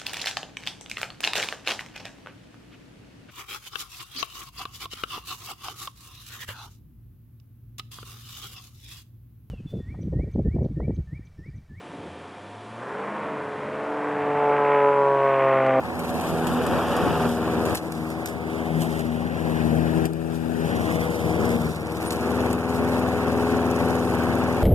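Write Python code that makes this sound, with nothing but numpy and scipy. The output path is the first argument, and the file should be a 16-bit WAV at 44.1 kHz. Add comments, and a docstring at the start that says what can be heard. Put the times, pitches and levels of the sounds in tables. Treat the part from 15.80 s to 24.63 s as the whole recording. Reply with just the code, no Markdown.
"""Air rushes and roars in the deck of a push mower on a lawn. It passes the microphone, turns, comes
back and stands running. The blade hums, its tones set by the way the mower faces. The single-cylinder
four-stroke petrol engine fires once in two turns: the exhaust barks and thuds, the thud harder when
grass drags the speed down. Guards rattle, valves tick, tufts swish, grit and stones hit the housing and
a wheel squeaks once. Two closely spaced ports with a stereo widener hear it move from side to side."""
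import sys
import numpy as np
from scipy import signal
from scipy.fft import rfft, irfft, next_fast_len
from scipy.io import wavfile
from scipy.ndimage import uniform_filter1d

SR = 44100
rng = np.random.default_rng(int(sys.argv[2]) if len(sys.argv) > 2 else 0)


def int16_out(signal):
    """Quantize to a 16-bit WAV file."""
    q = np.round(np.clip(np.atleast_2d(signal).T, -1, 1) * 32767)
    wavfile.write(sys.argv[1], SR, q.astype(np.int16))


N = 389417
T = np.arange(N) / SR


def amp(db):
    """Decibels to gain."""
    return 10 ** (np.asarray(db) / 20)

def unit_rms(x):
    """Scales to an rms of 1."""
    return x / np.sqrt(np.mean(x ** 2) + 1e-20)

def curves(rows):
    """Each column of a time table, sample by sample."""
    times, *columns = np.transpose(rows)
    return [np.interp(T, times, column) for column in columns]

def at_hz(points, hz):
    """Reads a table over frequency, joined on a log axis."""
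    freqs, values = np.transpose(points)
    return np.interp(np.log(hz + 1), np.log(freqs + 1), values)

def coloured(x, spectrum):
    """Filters by a spectrum; white noise keeps its power."""
    size = next_fast_len(N + 4096)
    gain = unit_rms(amp(at_hz(spectrum, np.fft.rfftfreq(size, 1 / SR))))
    return irfft(rfft(x, size) * gain, size)[:N]

def wander(per_s):
    """A smooth random curve of rms 1 that moves about per_s times a second."""
    steps = uniform_filter1d(rng.standard_normal(32768), size=4)
    return unit_rms(np.interp(T * per_s * 4, np.arange(len(steps)), steps))

def bump(peak_s, half_s):
    """A bell curve in time, 1 at its peak."""
    return np.exp(-((T - peak_s) / half_s) ** 2)

def add(mix, start_s, sound):
    """Mixes a sound in at its start time."""
    part = mix[round(start_s * SR):][:len(sound)]
    part += sound[:len(part)]

# The governor holds a speed that sags in thick grass: (time [s], crankshaft speed [turns/s])
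CRANK_SPEED = [(0.0, 40.6), (0.19, 40.8), (1.06, 40.8), (1.6, 39.9), (1.7, 40.2), (2.11, 40.3),
               (2.19, 39.4), (2.43, 40.6), (2.75, 40.2), (2.9, 40.4), (3.34, 39.6), (3.49, 40.5),
               (3.71, 40.1), (3.84, 39.1), (4.13, 40.4), (4.72, 40.6), (5.68, 39.9), (5.85, 39.1),
               (6.27, 40.1), (6.47, 40.9), (6.96, 41.7), (8.29, 41.4), (8.38, 41.0), (8.83, 41.8)]
def firing_cycles(unsteady=0.002183):
    """Running count of four-stroke cycles, two turns each; no two firings push quite alike."""
    speed, = curves(CRANK_SPEED)
    return np.cumsum(speed / 2 * (1 + unsteady * wander(14))) / SR

# The mower from the microphone: (time [s], facing [-1 away, 0 side-on, 1 rolling back, 2 standing])
FACING = [(0, -1.12), (1.8, 0), (2.5, -0.53), (3.1, -0.87), (4.7, -1.22), (5.2, 1.56), (5.8, 1.24),
          (6.45, 2)]
def by_facing(away, side, standing):
    """A level that follows how the mower is turned; rolling back counts as side-on."""
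    return np.interp(curves(FACING)[0], [-1, 0, 1.3, 2], [away, side, side, standing])

def turbulence(cycles, spectrum, level_db, beat, throb, gust_db):
    """Gusty noise that swells with each blade pass (beat) and each firing (throb)."""
    swell = np.exp(beat * np.cos(2 * np.pi * 4 * cycles) + throb * np.cos(2 * np.pi * cycles))
    swell *= amp(gust_db * wander(25))
    return amp(level_db) * unit_rms(coloured(swell * rng.standard_normal(N), spectrum))

# Midrange rush of air in the deck: (frequency [Hz], relative level [dB])
RUSH_SPECTRUM = [(400, -19.5), (780, -1.5), (1000, -1.5), (1400, -3), (2000, -6.5), (2700, -12.5),
                 (3400, -18), (4500, -23.5), (7000, -35), (14000, -73)]
# Low roar of the deck: (frequency [Hz], relative level [dB])
ROAR_SPECTRUM = [(20, -48), (50, -42), (65, -16.5), (130, -7.5), (200, -2), (350, -3), (550, -3.5),
                 (800, -11.5), (1100, -18), (2000, -43)]
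def deck_air(cycles, roar_db, rush_db):
    """The blade churns the air in the deck, which calms when the mower stands with no grass to cut."""
    calm_db = by_facing(away=0, side=0, standing=-1)
    roar = turbulence(cycles, ROAR_SPECTRUM, roar_db - 0.53, beat=0.022, throb=0.037, gust_db=1.46)
    rush = turbulence(cycles, RUSH_SPECTRUM, rush_db - 1.97, beat=0.12, throb=0.0082, gust_db=1.0)
    return amp(calm_db) * (roar + rush)

# Resonance of the deck at the rear chute: (frequency [Hz], relative level [dB])
CHUTE_SPECTRUM = [(400, -47), (620, -5), (760, 6), (900, 2.5), (1300, -30)]
def chute(cycles, roar_db):
    """Air leaving the chute rings with a hollow note, strongest with the microphone behind the mower."""
    level_db = roar_db + by_facing(away=-7, side=-17, standing=-26)
    return turbulence(cycles, CHUTE_SPECTRUM, level_db, beat=0.11, throb=0.072, gust_db=1.5)

# Blade tones, on the hum level: (harmonic, away [dB], side-on [dB], rolling back [dB], standing [dB])
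BLADE_TONES = [(2, 4, -18, 3, -6), (3, 7.5, -9.5, -10, 10), (4, 0.5, 0.8, -6, -6.5),
               (5, -1.5, -2.5, -10.5, 5), (6, -7.5, -2, -1.5, -1.5)]
# Faint upper blade tones, on the roar level: (harmonic, relative level [dB])
BLADE_BUZZ = [(7, -6.5), (8, -7), (9, -7.5), (10, -12.5)]
# One tone stands out or sinks away: (peak time [s], harmonic, half length [s], gain [dB])
TONE_SWELLS = [(0.536, 3, 0.14, -7.5), (0.638, 6, 0.051, -6), (0.76, 5, 0.15, -10.5), (0.77, 4, 0.34, -11),
               (0.97, 6, 0.046, -12), (1.29, 3, 0.08, -19), (1.408, 2, 0.17, 11), (1.427, 4, 0.13, -21),
               (1.503, 3, 0.081, 11), (1.73, 2, 0.11, 12), (1.766, 3, 0.091, 9.5), (1.8, 4, 0.13, -1.5),
               (2.175, 2, 0.21, 16), (2.21, 3, 0.12, 12), (2.25, 4, 0.31, 5), (2.55, 4, 0.064, -10),
               (2.68, 2, 0.18, 1), (2.977, 2, 0.086, 11.5), (3.22, 2, 0.08, 3), (3.32, 3, 0.1, 8),
               (3.33, 4, 0.028, -7), (3.88, 3, 0.15, 5), (3.98, 2, 0.1, 4.5), (3.994, 5, 0.05, -3),
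               (4.195, 4, 0.029, 3.5), (4.25, 3, 0.52, -7), (4.7, 2, 0.061, -2.5), (4.863, 2, 0.054, 20),
               (5.007, 3, 0.2, 14.5), (5.076, 4, 0.073, 10.5), (5.377, 2, 0.041, -20), (5.57, 6, 0.046, -4),
               (5.65, 2, 0.13, -14), (5.707, 6, 0.045, 3), (5.785, 3, 0.15, 14.5), (5.898, 6, 0.12, -12.5),
               (6.222, 4, 0.2, 10.5), (6.33, 3, 0.24, -5.5), (6.49, 2, 0.2, -8), (8.37, 3, 0.1, -1.5)]
def blade(cycles, hum_db, roar_db, buzz_db=-1.5, lag_rad=0.003, hum_flutter=0.07, buzz_flutter=0.4):
    """Two blade tips pass the chute each turn: four pressure pulses a cycle, ragged in the upper tones."""
    angle = 2 * np.pi * 4 * cycles
    facing, = curves(FACING)
    # Ground echoes make each tone fade and shift in phase by itself.
    fade_db = np.interp(facing, [1, 2], [1.0, 1.5])
    shift_rad = np.interp(facing, [1, 2], [0.6, 0.2])
    tones = []
    for k, *views in BLADE_TONES:
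        view_db = np.interp(facing, [-0.99, 0.11, 1.29, 2.24], views)
        swell_db = sum(db * bump(s, half) for s, harmonic, half, db in TONE_SWELLS if harmonic == k)
        tones.append((k, hum_db + view_db + swell_db + fade_db * wander(3), hum_flutter))
    tones += [(k, roar_db + buzz_db + db, buzz_flutter) for k, db in BLADE_BUZZ]
    sound = np.zeros(N)
    for k, db, flutter in tones:
        gain = amp(db) * (1 + flutter * wander(14))
        phase = k * angle - lag_rad * k ** 3  # the deck holds back the upper harmonics
        sound += gain * np.cos(phase + shift_rad * wander(1) + flutter * wander(14))
    return sound

# Low exhaust tones: (multiple of the firing rate, away [dB], side-on [dB], standing [dB])
THUD_TONES = [(4, 6, 0.5, 3.5), (5, -3, -2, -0.5), (6, 1.5, -0.5, -0.5), (7, -20, -26, -3)]
# Higher exhaust tones: (multiple of the firing rate, away [dB], side-on [dB], standing [dB])
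DRONE_TONES = [(9, -4, -1.5, -3.5), (10, -19, -17, -10.5), (11.01, -17, -5, -3.5), (13.17, -10.5, -16, -5),
               (14, -22, -18, -10.5), (15, -20, -10.5, -9.5), (17.03, -8.5, -10.5, -1.5),
               (18, -22, -25, -10.5), (19, -24, -18, -11.5), (21, -13, -10, -11.5), (22, -12, -22, -12),
               (23, -28, -10, -8), (25, -37, -18, -16), (26, -24, -15, -14.5)]
def exhaust(cycles, thud_db, roar_db, smear_rad=0.06953, flutter=0.2, cruise_turns_per_s=40.78):
    """One pulse a firing; the silencer delays the higher tones and smears the pulse over the cycle."""
    sag = cruise_turns_per_s - curves(CRANK_SPEED)[0]
    thud_db = thud_db + 3 * sag  # the throttle opens as the speed sags
    drone_db = (roar_db + thud_db) / 2 + 1
    angle = 2 * np.pi * cycles
    thud = sum(amp(by_facing(*views)) * np.cos(k * angle - smear_rad * k * k) for k, *views in THUD_TONES)
    drone = np.zeros(N)
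    for k, *views in DRONE_TONES:
        gain = amp(by_facing(*views)) * (1 + flutter * wander(13))
        drone += gain * np.cos(k * angle - smear_rad * k * k + flutter * wander(14))
    return amp(thud_db) * thud * (1 + 0.051 * wander(19)) + amp(drone_db) * drone

# Resonances of the silencer: (frequency [Hz], relative level [dB], t60 [s])
SILENCER_MODES = [(582, -0.5, 0.027), (728, -2, 0.017), (1160, -15, 0.0072)]
def bark(cycles, roar_db, rise_s=0.0015, uneven_db=1.5, low_cut_hz=480):
    """The exhaust valve opens once a cycle and the first puff rings the silencer."""
    age_s = cycles % 1 * 2 / curves(CRANK_SPEED)[0]
    ring = sum(amp(db - 60 * age_s / t60) * np.sin(2 * np.pi * hz * age_s)
               for hz, db, t60 in SILENCER_MODES)
    puffs = ring * (1 - np.exp(-age_s / rise_s)) * amp(uneven_db * wander(22))
    low_cut = signal.butter(4, low_cut_hz, "high", fs=SR, output="sos")
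    level_db = roar_db + by_facing(away=-16, side=-12, standing=-6.5)
    return amp(level_db) * unit_rms(signal.sosfilt(low_cut, puffs))

def rattle(cycles, rush_db, beat=0.6, uneven_db=1.5):
    """Deck and guards, shaken by each blade pass, chatter in nearly the same pattern every cycle."""
    pattern = rng.standard_normal(1024)
    chatter = np.interp(cycles % 1, np.linspace(0, 1, len(pattern)), pattern)
    chatter *= np.exp(-beat * np.cos(2 * np.pi * 4 * cycles)) * amp(uneven_db * wander(60))
    level_db = rush_db + by_facing(away=-7, side=-5, standing=-4)
    return amp(level_db) * unit_rms(coloured(chatter, RUSH_SPECTRUM))

# Hiss of grass and engine clatter: (frequency [Hz], relative level [dB])
HISS_SPECTRUM = [(1500, -31), (3000, 11), (4200, 9.5), (5600, 5), (6400, 3.5), (8000, 2), (9600, 2),
                 (11000, 2), (12500, 2.5), (14300, -3)]
def hiss(cycles, hiss_db):
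    """Grass and engine clatter blur into a bright hiss that throbs with the firings."""
    return turbulence(cycles, HISS_SPECTRUM, hiss_db - 0.8, beat=0.03, throb=0.1, gust_db=2.1)

def clippings(hiss_db, per_s=200, t60=0.0033, spread_db=2.5):
    """Stalks snap and crumbs patter inside the deck."""
    sizes = amp(spread_db * np.minimum(rng.exponential(1, N), 4))
    snaps = sizes * (rng.random(N) < per_s / SR)
    envelope = signal.lfilter([1], [1, -amp(-60 / (t60 * SR))], snaps)
    return amp(hiss_db - 9) * unit_rms(coloured(envelope * rng.standard_normal(N), HISS_SPECTRUM))

# Valves and block are heard best from the front: (time [s], relative level [dB])
ENGINE_FRONT = [(0, 4), (1.8, -14), (3.5, -18), (4.6, -9), (5.2, -3.5), (6.2, 2), (8.8, -4.5)]
# Resonances of the engine's metal cover: (frequency [Hz], width [Hz], relative level [dB])
COVER_MODES = [(5650, 200, 9), (6610, 89, 5), (9730, 100, -3), (10800, 310, 2.5)]
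# The cover faces the microphone once the mower is back: (time [s], level on the hiss [dB])
COVER_LEVEL = [(0, -29), (5.8, -12), (6.6, -5.5), (8.83, -7.5)]
def valves(cycles, hiss_db, rise_cycles=0.025, decay_cycles=0.055, uneven_db=2.9):
    """Two ticks and two weaker ones a cycle, as valves seat and the piston slaps; each rings the cover."""
    envelope = np.zeros(N)
    for onset, strength in [(0.74, 0.55), (0.93, 1), (0.12, 1), (0.34, 0.5)]:
        age = (cycles - onset) % 1
        envelope += strength * np.exp(-age / decay_cycles) * (1 - np.exp(-age / rise_cycles))
    ticks = envelope * amp(uneven_db * wander(87)) * rng.standard_normal(N)
    cover = sum(amp(db) * unit_rms(signal.lfilter(*signal.iirpeak(hz, hz / width, SR), ticks))
                for hz, width, db in COVER_MODES)
    ticking = amp(curves(ENGINE_FRONT)[0] - 8.5) * unit_rms(coloured(ticks, HISS_SPECTRUM))
    ringing = amp(curves(COVER_LEVEL)[0]) * unit_rms(cover)
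    return amp(hiss_db) * (ticking + ringing)

# Knock of the engine block: (frequency [Hz], relative level [dB])
KNOCK_SPECTRUM = [(1200, -30), (2400, 10), (3300, -1), (4000, -1), (5800, -20), (8000, -36), (14000, -45)]
def knocks(cycles, hiss_db, decay_cycles=0.025):
    """The block gives three short, dry knocks a cycle, around the valve ticks."""
    ages = [(cycles - onset) % 1 for onset in (0.74, 0.95, 0.13)]
    envelope = sum(np.exp(-age / decay_cycles) for age in ages)
    level_db = hiss_db + curves(ENGINE_FRONT)[0] - 2.5
    return amp(level_db) * unit_rms(coloured(envelope * rng.standard_normal(N), KNOCK_SPECTRUM))

# Grit and twigs in the lawn meet the blade: (time [s], relative level [dB], t60 [s])
GRIT_HITS = [(0.193, -27, 0.046), (0.41, -26, .06), (0.669, -21, 0.044), (.8654, -26, 0.056),
             (1.1653, -24, 0.04), (1.49, -29, 0.045), (1.8534, -22.5, 0.033), (1.864, -29, .02),
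             (1.909, -29, .008), (1.949, -19, 0.04), (1.953, -26, 0.12), (1.973, -27, 0.022),
             (2.121, -22, 0.022), (2.302, -33, 0.046), (2.4586, -19.5, 0.035), (2.474, -30, 0.033),
             (2.484, -34, 0.19), (3.0067, -29.5, 0.19), (3.019, -28.5, .06), (3.093, -30, .008),
             (3.192, -29.5, 0.07), (3.208, -32, .01), (4.254, -21.5, 0.045), (4.333, -31.5, 0.022),
             (5.6531, -31, .04), (5.692, -22, .012), (5.717, -29, .03), (5.8176, -25, .015),
             (5.8686, -36, .015), (5.962, -24.5, .01), (6.1222, -30, .02), (6.172, -27, .008),
             (6.2274, -25.5, 0.018), (6.308, -26, 0.05), (6.321, -29, 0.18), (6.7296, -21, 0.027),
             (6.811, -36.5, .02), (6.9624, -30, 0.023), (7.195, -29, .02), (7.9107, -29, .04),
             (8.3507, -31, .025), (8.5542, -29, .02)]
# Their crack: (frequency [Hz], relative level [dB])
GRIT_SPECTRUM = [(300, -14), (1500, 9), (3000, 6), (4500, 3), (6000, 0), (9000, 1), (11500, -3),
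                 (14300, -1)]
def grit(crack_db=4, crack_t60=0.0011, rise_s=0.0002, uneven_db=2):
    """Hard bits crack against the blade and rattle out unevenly."""
    envelope, t = np.zeros(N), T[:SR // 4]
    crack = amp(crack_db - 60 * t / crack_t60)
    for s, db, t60 in GRIT_HITS:
        add(envelope, s, amp(db) * (crack + amp(-60 * t / t60)) * (1 - np.exp(-t / rise_s)))
    envelope *= amp(uneven_db * wander(600))
    return amp(-4.5) * coloured(envelope * rng.standard_normal(N), GRIT_SPECTRUM)

# Tufts in the mower's path: (peak time [s], half length [s], gain on the hiss [dB])
GRASS_TUFTS = [(0.273, 0.045, 3), (0.463, 0.043, 3.5), (1.108, 0.034, 4.5), (1.506, 0.036, 8.5),
               (4.556, 0.016, 5), (5.703, 0.045, 2.5), (5.94, 0.054, 3.5), (8.152, 0.25, 4)]
def tufts():
    """Swell of the hiss in dB as each tuft swishes through the deck."""
    return sum(db * bump(s, half) for s, half, db in GRASS_TUFTS)

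# The level ducks, mostly after a loud click, like a recorder's limiter: (time [s], depth [dB])
LEVEL_DUCKS = [(1.46, 6), (1.939, 12), (2.12, 3), (2.3, 4), (2.465, 5.5), (3.03, 2.5), (3.2, 5),
               (4.255, 9.5), (5.76, 3), (5.89, 7.5), (6.735, 3.5), (8.17, 2)]
def ducking(fall_s=0.027, recover_db_per_s=10.5):
    """Gain reduction in dB at the listed times: the level falls quickly, then climbs back steadily."""
    depths = [np.clip((T - s) / fall_s, 0, 1) * np.maximum(db - recover_db_per_s * (T - s), 0)
              for s, db in LEVEL_DUCKS]
    return np.max(depths, axis=0)

# Stones hit the deck: (time [s], level [dB], t60 [s])
STONE_HITS = [(1.947, -26, .05), (1.971, -28, 0.074), (2.4586, -37, 0.027), (2.472, -32, .03),
              (4.254, -37, 0.024), (6.3059, -22.5, 0.024), (6.32, -31, 0.049)]
# Dry clack of the deck: (frequency [Hz], relative level [dB])
CLACK_SPECTRUM = [(600, -12), (2000, 3), (3600, 7), (4400, 3), (5400, 4), (8500, -9), (11000, -7),
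                  (14000, -16)]
def stones(rise_s=0.0003):
    """Each stone knocks against the deck with a clack that dies away at once."""
    envelope, t = np.zeros(N), T[:SR // 4]
    for s, db, t60 in STONE_HITS:
        add(envelope, s, amp(db - 60 * t / t60) * (1 - np.exp(-t / rise_s)))
    return coloured(envelope * rng.standard_normal(N), CLACK_SPECTRUM)

# A wheel, just before the mower stops: (peak time [s], frequency [Hz], level [dB])
WHEEL_SQUEAK = (6.278, 9300, -35)
def wheel_squeak(waver=0.0041):
    """A wheel gives one short, thin squeal of wavering pitch."""
    s, hz, db = WHEEL_SQUEAK
    phase = 2 * np.pi * np.cumsum(hz * (1 + waver * wander(430))) / SR
    return amp(db) * np.sin(phase) * bump(s, half_s=0.014)

def yard_scatter(spectra):
    """Ground and walls scatter the sound: the same power, with phases left to chance at each port."""
    power = uniform_filter1d(abs(spectra) ** 2, 3, axis=0)
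    shape = (2, *spectra.shape)
    return np.sqrt(abs(power)) * (rng.standard_normal(shape) + 1j * rng.standard_normal(shape))

# The mower crosses in front of the microphone from right to left: (time [s], lead at the left port [ms])
LEFT_LEAD = [(0.1, -0.15), (0.5, -0.075), (1.0, -0.019), (1.5, 0.05), (2.0, 0.13), (2.3, 0.18), (2.7, 0.24),
             (3.1, 0.31), (3.6, 0.36), (4.1, 0.41), (4.7, 0.46), (4.95, 0.34), (5.3, 0.25), (5.7, 0.21),
             (6.1, 0.15), (6.5, 0.12), (7.0, 0.12), (8.7, 0.12)]
# Noise that arrives by way of the yard: (frequency [Hz], share of the amplitude [0-1])
SCATTER_SHARE = [(60, 0.17), (170, 0.43), (350, 0.27), (1200, 0.46), (3000, 0.62), (5000, 1), (8000, 0.54),
                 (14000, 0.64)]
# The widener subtracts each port, delayed, from the other: (frequency [Hz], share [0-1])
CROSSFEED = [(80, 0.79), (500, 0.53), (1500, 0.89), (3000, 0.83), (4500, 0.76), (6000, 0.16), (6900, 0.081),
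             (7400, 0.037)]
# The body that holds the microphone shades the right port: (frequency [Hz], left minus right [dB])
BODY_SHADE = [(100, 1.5), (9500, -0.5), (11000, 7), (14000, 9.5)]
def microphone(clear, noisy, delay_ms=0.4762, flat_hz=1000, lead_below_hz=6600):
    """Two close ports hear the mower a moment apart; crossfeed turns the lead into a level difference."""
    hz, times, (clear, noisy) = signal.stft(np.array([clear, noisy]), SR, nperseg=1024)
    hz = hz[:, None]
    phase_per_ms = 2j * np.pi * hz / 1000
    lead_ms = np.interp(times, *np.transpose(LEFT_LEAD)) * (hz < lead_below_hz)
    half_lead = phase_per_ms * lead_ms / 2
    scattered = np.clip(at_hz(SCATTER_SHARE, hz), 0, 1)
    direct = clear + np.sqrt(1 - scattered ** 2) * noisy
    pair = direct * np.exp([half_lead, -half_lead]) + scattered * yard_scatter(noisy)
    feed = at_hz(CROSSFEED, hz)
    wide = pair - feed * np.exp(-phase_per_ms * delay_ms) * pair[::-1]
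    # Restore the bass that the subtraction cancels.
    wide /= 1 - feed * np.exp(-phase_per_ms * delay_ms * np.minimum(1, flat_hz / (hz + 1)))
    shade_db = at_hz(BODY_SHADE, hz)
    shade = amp([shade_db / 2, -shade_db / 2])
    shade /= np.sqrt((shade ** 2).mean(0))
    return signal.istft(wide * shade, SR, nperseg=1024)[1][:, :N]

# Base levels along the path across the lawn: (time [s], thud [dB], roar [dB], rush [dB], hiss [dB])
PATH_LEVELS = [(0.0, -49.5, -36.5, -35.5, -56.5), (0.34, -47, -31, -32.5, -44.5),
               (0.94, -42.5, -27, -26, -44.5), (1.78, -36.5, -27, -27, -43.5),
               (2.05, -38.5, -26, -26.5, -37.5), (2.63, -41, -31, -31, -48.5),
               (3.12, -44, -31.5, -32.5, -42), (3.49, -41, -32, -31.5, -53.5), (3.72, -45, -32, -31.5, -48),
               (3.92, -41, -29.5, -31.5, -51), (4.42, -39.5, -30, -31, -47.5), (4.79, -41, -30, -29, -45),
               (4.92, -33.5, -26, -27.5, -43), (5.1, -36, -29, -30, -41.5),
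               (5.37, -41, -31.5, -33.5, -43.5), (5.49, -36, -28.5, -31.5, -45),
               (6.35, -39.5, -30.5, -30, -42), (6.62, -34, -30.5, -29.5, -46.5),
               (8.83, -34.5, -29.5, -28.5, -46)]
# Base level of the blade's hum along that path: (time [s], level [dB])
HUM_LEVEL = [(0, -47.5), (0.45, -35.5), (0.6, -25.5), (1.1, -31.5), (1.6, -25.5), (2.1, -31), (2.7, -32),
             (3.2, -35), (3.55, -37), (3.9, -32), (4.4, -28), (4.8, -30), (4.95, -35), (5.5, -26.5),
             (6.2, -29.5), (6.7, -30.5), (7.7, -30.5), (8.83, -30)]
def scene():
    """One crankshaft times engine and blade; only the turbulent noise scatters round the yard."""
    cycles, duck_db = firing_cycles(), ducking()
    levels = curves(PATH_LEVELS) + curves(HUM_LEVEL)
    thud_db, roar_db, rush_db, hiss_db, hum_db = [db - duck_db for db in levels]
    hiss_db += tufts()
    clear = exhaust(cycles, thud_db, roar_db) + bark(cycles, roar_db) + blade(cycles, hum_db, roar_db)
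    clear += rattle(cycles, rush_db) + valves(cycles, hiss_db) + knocks(cycles, hiss_db)
    clear += grit() + stones() + wheel_squeak()
    noisy = deck_air(cycles, roar_db, rush_db) + hiss(cycles, hiss_db)
    return microphone(clear + clippings(hiss_db), noisy + chute(cycles, roar_db))

def record(dry, edge_hz=14350):
    """The recorder's band limit cuts off the highest treble."""
    low_pass = signal.firwin(511, edge_hz, window=("kaiser", 9), fs=SR)
    return signal.oaconvolve(dry, low_pass[None], "same")


dry = scene()
out = record(dry)
int16_out(out)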